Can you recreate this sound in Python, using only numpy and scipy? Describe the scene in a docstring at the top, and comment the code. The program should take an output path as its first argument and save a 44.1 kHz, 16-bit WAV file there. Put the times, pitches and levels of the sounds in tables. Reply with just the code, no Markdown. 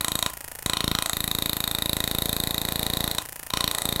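"""A motor-driven hammer tool beats a ring on a steel rod, about 28 strokes a second, in a small workshop.
From the start each blow chatters for 3 ms, makes tip and ring sound, and thumps the bench; the tool
rattles in between. At 0.3 s it is lifted and only ticks over a soft hiss. From 0.6 s it hammers again,
its tone following how the tip sits: loose, firm or glancing. It is lifted once more at 3.2 s,
then brushes the ring at 3.5 s and hammers on to the end."""
import sys
import numpy as np
from scipy import signal
from scipy.fft import rfft, irfft
from scipy.io import wavfile

SR = 44100
rng = np.random.default_rng(int(sys.argv[2]) if len(sys.argv) > 2 else 0)


def to_wav(sig):
    """Store sig (one row per channel, or 1-D mono) as 16-bit WAV at the path in sys.argv[1].

    Samples outside -1..1 are clipped; the rate is SR.
    """
    pcm = np.clip(np.atleast_2d(sig), -1, 1) * 32767
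    pcm = np.round(pcm).astype(np.int16)
    wavfile.write(sys.argv[1], SR, pcm.T)  # frames by channels


N = 176400
SIZE = 4096  # samples set aside for one short sound
HZ = np.arange(SIZE // 2 + 1) * SR / SIZE  # its frequencies
T = np.arange(SIZE) / SR  # its time in seconds
BLOW_DB = -1.5  # added to both the blows and the rattle

# how hard the tip strikes (time [s], level [dB])
BLOW_STRENGTH = [(0.01, 1.7), (0.19, 0.7), (0.23, 3), (0.77, 1.5), (0.91, 0.1), (0.99, 2), (1.02, 1.4),
                 (1.64, 0.9), (1.71, 0.5), (1.97, 1.9), (2.18, 1.3), (2.44, 1), (2.51, -0.5), (2.93, 1),
                 (3.01, 0), (3.04, 2.7), (3.08, -1.5), (3.11, -0.3), (3.15, -6.5), (3.18, 1.8), (3.61, 2.5),
                 (3.82, 0), (3.85, 0.5), (4.0, 0.5)]


def amp(db):
    """Turn decibels into a factor to multiply by."""
    return 10 ** (np.asarray(db) / 20)


def curve(t, rows, column=1):
    """Read a table at time t, sliding in a straight line from row to row."""
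    rows = np.array(rows, float)
    return np.interp(t, rows[:, 0], rows[:, column])


def colour(points, hz=HZ):
    """The gain at each frequency, from points of (frequency [Hz], level [dB])."""
    points = np.array(points, float)
    return amp(np.interp(np.log(hz + 1), np.log(points[:, 0]), points[:, 1]))


def resonate(push, gain):
    """The sound of a pushed object that answers each frequency with this gain."""
    cepstrum = irfft(np.log(gain))
    # fold the late half onto the early half, so the ringing comes after the push
    cepstrum[1:SIZE // 2] *= 2
    cepstrum[SIZE // 2 + 1:] = 0
    return irfft(rfft(push) * np.exp(rfft(cepstrum)))


def add(out, sound, t):
    """Mix a sound in at time t."""
    start = min(max(int(t * SR), 0), N)
    out[start:start + len(sound)] += sound[:N - start]


def chatter(count, length_s, attack_s, likeness):
    """Short bursts of tiny impacts; likeness (0-1) says how much each resembles the one before."""
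    shape = np.minimum(T / attack_s, 1) * np.clip(1 - (T / length_s) ** 2, 0, 1)
    shape = np.sqrt(shape / shape.max())
    grain, bursts = rng.standard_normal(SIZE), []
    for fresh in rng.standard_normal((count, SIZE)):
        grain = likeness * grain + np.sqrt(1 - likeness ** 2) * fresh
        burst = grain * shape
        for _ in range(3):  # make all frequencies equally strong, then trim the burst again
            even = irfft(np.exp(1j * np.angle(rfft(burst))))
            burst = even * np.sqrt(shape)
        bursts.append(burst / np.linalg.norm(burst))
    return bursts


def background():
    """The soft, steady noise of motor and workshop."""
    # tone of the noise (frequency [Hz], relative level [dB])
    noise_tone = [(20, 7), (60, 7.5), (130, 5), (300, -15), (900, -4.5), (1600, -17.5), (5000, -21.5),
                  (12000, -26.5), (16000, -16)]
    gain = colour(noise_tone, np.arange(N // 2 + 1) * SR / N)
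    noise = irfft(rfft(rng.standard_normal(N)) * gain, N)
    return amp(-49) * noise / noise.std()


def room(sound, delay_s=.007, fade_s=.24):
    """The workshop walls return a short blur of echoes that dies by 60 dB in fade_s."""
    # tone of the echoes (frequency [Hz], level [dB])
    echo_tone = [(40, -19), (250, -14.5), (500, -16), (1000, -2), (1900, -13), (3000, -5.5), (3800, -18.5),
                 (5000, -12.5), (7000, -8), (9000, -14.5), (11500, -8.5), (12500, -15), (14000, -5),
                 (16000, -34)]
    t = np.arange(SR // 2) / SR
    fade = (t > delay_s) * amp(-60 * t / fade_s)
    echoes = fade * rng.standard_normal(len(t)) / np.linalg.norm(fade)
    wall_click = resonate(1. * (T == 0), colour(echo_tone))
    return signal.fftconvolve(sound, signal.fftconvolve(echoes, wall_click))[:N]


def stroke_times(first_s=.0085):
    """The time of every stroke: one for each turn of the motor."""
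    # motor speed (time [s], rate [strokes per s])
    motor_speed = [(0.0, 27.018), (0.1, 27.798), (0.7, 27.461), (0.8, 27.72), (0.9, 27.557), (1.6, 27.572),
                   (1.9, 27.451), (2.6, 28.013), (2.7, 28.351), (2.8, 27.754), (2.9, 28.562), (3.1, 27.925),
                   (3.2, 28.664), (3.5, 27.958), (3.6, 28.78), (3.7, 27.889), (3.8, 28.536), (4.0, 27.715)]
    t = np.arange(N) / SR
    turns = np.cumsum(curve(t, motor_speed)) / SR
    turns -= np.interp(first_s, t, turns)
    return np.interp(np.arange(int(turns[-1]) + 1), turns, t)


def plunger_ticks(times, jitter_s=.0006):
    """The plunger inside the tool ticks as it shoots out, stops and slides back, even when lifted."""
    # the three ticks of a stroke (delay [s], level [dB])
    ticks = [(0, -8), (.0036, -7), (.013, -54)]
    # tone of a tick (frequency [Hz], level [dB])
    tick_tone = [(30, -14), (150, -6), (600, 2.5), (1200, -5), (1600, 0), (1820, 5.5), (2150, -2.5),
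                 (2900, -5), (3700, -10), (5000, -5.5), (6300, -7.5), (7400, -4.5), (8500, -1), (9700, 2.5),
                 (11200, -3), (12600, 0.5), (16000, -5)]
    out, gain = np.zeros(N), colour(tick_tone)
    for delay, db in ticks:
        jitter = (delay > 0) * jitter_s * rng.standard_normal(len(times))  # the first tick is on time
        bursts = chatter(len(times), length_s=.0036, attack_s=.0006, likeness=.715)
        for t, burst in zip(times + delay + jitter, bursts):
            add(out, amp(db) * resonate(burst, gain), t)
    return out


def rattle(times, delays_s=(.0079, .019, .0275), jitter_s=.001077, scatter_db=2):
    """The tool bounces lightly and unevenly three times after each blow."""
    # strength of the bounces (time [s], relative level [dB])
    bounce_level = [(0, -28), (2.05, -22), (2.3, -19.5), (3.1, -18), (3.2, -26), (3.8, -19.5), (4, -19)]
    # tone of a bounce (frequency [Hz], level [dB])
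    bounce_tone = [(100, 1), (450, 20), (750, 22.5), (1400, 5), (2000, 12.5), (2900, -25), (3500, 13),
                   (3900, 16), (4400, 13), (5000, 2), (9000, 4), (16000, -6)]
    out, gain = np.zeros(N), colour(bounce_tone)
    for delay in delays_s:
        bursts = chatter(len(times), length_s=.0083, attack_s=.0015, likeness=.51)
        for t, burst, (later, louder) in zip(times, bursts, rng.standard_normal((len(times), 2))):
            level = amp(BLOW_DB + curve(t, bounce_level) + scatter_db * louder)
            add(out, level * resonate(burst, gain), t + delay + jitter_s * later)
    return out


def swing(start_s, length_s, skew=1):
    """One smooth move out and back; a skew under 1 starts fast and settles slowly."""
    return np.sin(np.pi * np.clip((T - start_s) / length_s, 0, 1) ** skew)


def bench_thumps(times, bass_cut_hz=14):
    """Each blow pushes the rod into the bench, which springs back, sinks again and rings dully."""
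    # strength of the thump (time [s], relative level [dB])
    thump_level = [(0.01, -3.1), (0.05, -7.7), (0.15, 3.3), (0.19, -8.8), (0.26, 0.4), (0.66, 4.2),
                   (0.7, -3.0), (0.81, -4.4), (0.84, 4.5), (0.91, 5.6), (1.1, -12.4), (1.13, -0.4),
                   (1.6, -0.8), (1.71, -3.0), (1.93, 2.8), (2.08, -1.0), (2.11, 1.8), (2.47, 1.3),
                   (2.54, -1.5), (3.04, 2.9), (3.15, -5.2), (3.54, 2.8), (3.61, -3.4), (3.64, 3.1),
                   (3.75, -10.2), (3.82, -8.6), (3.85, 2.1), (4.0, 2.1)]
    # low notes of the wood (frequency [Hz], time to fade by 60 dB [s], relative level [dB])
    wood_notes = [(160, .2, -55), (305, .3, -46.5)]
    out = np.zeros(N)
    for t, stretch in zip(times, np.exp(.08 * rng.standard_normal(len(times)))):
        wood = sum(amp(db - 60 * T / fade_s) * np.sin(2 * np.pi * (hz * T + rng.random()))
                   for hz, fade_s, db in wood_notes)
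        push_s, recoil_s = .0013 * stretch, .0035 * stretch
        push = amp(-24) * swing(0, push_s)
        recoil = amp(-22.5) * swing(push_s, recoil_s, skew=.56)
        sag = amp(-41) * swing(push_s + recoil_s, length_s=.0089)
        thump = amp(curve(t, thump_level)) * (recoil - push - sag)
        add(out, thump + amp(curve(t, BLOW_STRENGTH)) * wood, t)
    return signal.sosfilt(signal.butter(2, bass_cut_hz, "high", fs=SR, output="sos"), out)


def metal_tone(t, click_db=-15, scatter_db=2, pitch_scatter=.008):
    """How the metal answers each frequency as the tip sits at time t; no two blows are quite alike."""
    # how the tip sits (time [s], firm share [0-1], glancing share [0-1]); the rest is loose
    tip_seating = [(0, 0.8, 0.15), (.08, 0, 0.56), (.12, 0.8, 0.1), (.16, 0.7, 0.2), (.19, 0.54, 0.48),
                   (.26, 0, 0.08), (.66, 0, 0.4), (.8, 0, 0.02), (.87, 0.3, 0.03), (.99, 0.13, 0.07),
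                   (1.04, 0.35, 0.42), (1.1, 0.2, 0.8), (1.13, 1, 0.03), (3.13, 0.98, 0), (3.19, 0, 0.27),
                   (3.6, 0.06, 0.06), (3.68, 0.57, 0), (3.75, 0.35, 0.53), (3.82, 0.34, 0.6),
                   (3.86, 0.96, 0), (4, 0.95, 0.02)]
    # notes of tip, ring and rod (frequency [Hz], width [Hz], loose [dB], firm [dB], glancing [dB])
    metal_notes = [(682, 140, 4, 2.5, 12), (1031, 58, 20, 9, -1), (1230, 670, 8, 2, 9.5),
                   (1950, 150, 8, 6.5, 10.5), (2388, 290, 7.5, 3.5, -2), (3173, 293, 11, -1, -6),
                   (3768, 177, 20.5, 20, -4), (4027, 426, 15.5, 12, 5), (5650, 300, 7.5, -8, -17),
                   (6670, 840, -3.5, -2, 6.5), (7950, 400, 5, 6.5, 15.5), (9390, 320, 4, 3, 14),
                   (10220, 350, -4, 4.5, 10), (11360, 330, -14, 9, 9), (12200, 490, -14, 9.5, 4.5),
                   (13300, 280, -16, 5.5, -3), (14700, 1400, -22, -2, -24)]
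    firm, glancing = curve(t, tip_seating), curve(t, tip_seating, column=2)
    shares = np.array([max(1 - firm - glancing, 0), firm, glancing])
    power = amp(click_db) ** 2  # a broad click lies under the notes
    for hz, width, *levels_db in metal_notes:
        louder, higher = rng.standard_normal(2)
        peak = shares @ amp(np.array(levels_db) + scatter_db * louder) ** 2
        distance = (HZ - hz * (1 + pitch_scatter * higher)) / width
        power = power + peak / (1 + 2 * distance ** 2) ** 2
    return np.sqrt(power)


def hammer_blows(times, scatter_db=.38):
    """At each blow the tip chatters on the ring and sets the metal ringing."""
    # one light brush of the tip as it comes back to the ring (time [s], level [dB])
    brush = (3.504, -6.5)
    out = np.zeros(N)
    levels = curve(times, BLOW_STRENGTH) - scatter_db * rng.standard_normal(len(times))
    hits = list(zip(times, levels)) + [brush]
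    bursts = chatter(len(hits), length_s=.00322, attack_s=.0003, likeness=.85)
    for (t, db), burst in zip(hits, bursts):
        add(out, amp(BLOW_DB + db) * resonate(burst, metal_tone(t)), t)
    return out


def scene():
    """The tool runs the whole time and hammers while it is pressed on the ring."""
    # when the tip is on the metal (start [s], end [s])
    presses = [(-.1, .28), (.643, 3.2), (3.52, 4.1)]
    strokes = stroke_times()
    hits = np.array([t for t in strokes if any(start < t < end for start, end in presses)])
    hammering = hammer_blows(hits) + rattle(hits) + bench_thumps(hits)
    ticks = plunger_ticks(strokes)
    echoes = room(hammering + amp(1) * ticks)  # the tool's body is farther off, so its ticks echo more
    return (hammering + ticks + echoes + background())[None]


def record(dry, top_hz=15800):
    """Cut away the very highest treble."""
    return signal.sosfilt(signal.ellip(8, .2, 70, top_hz, fs=SR, output="sos"), dry)


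dry = scene()
out = record(dry)
to_wav(out)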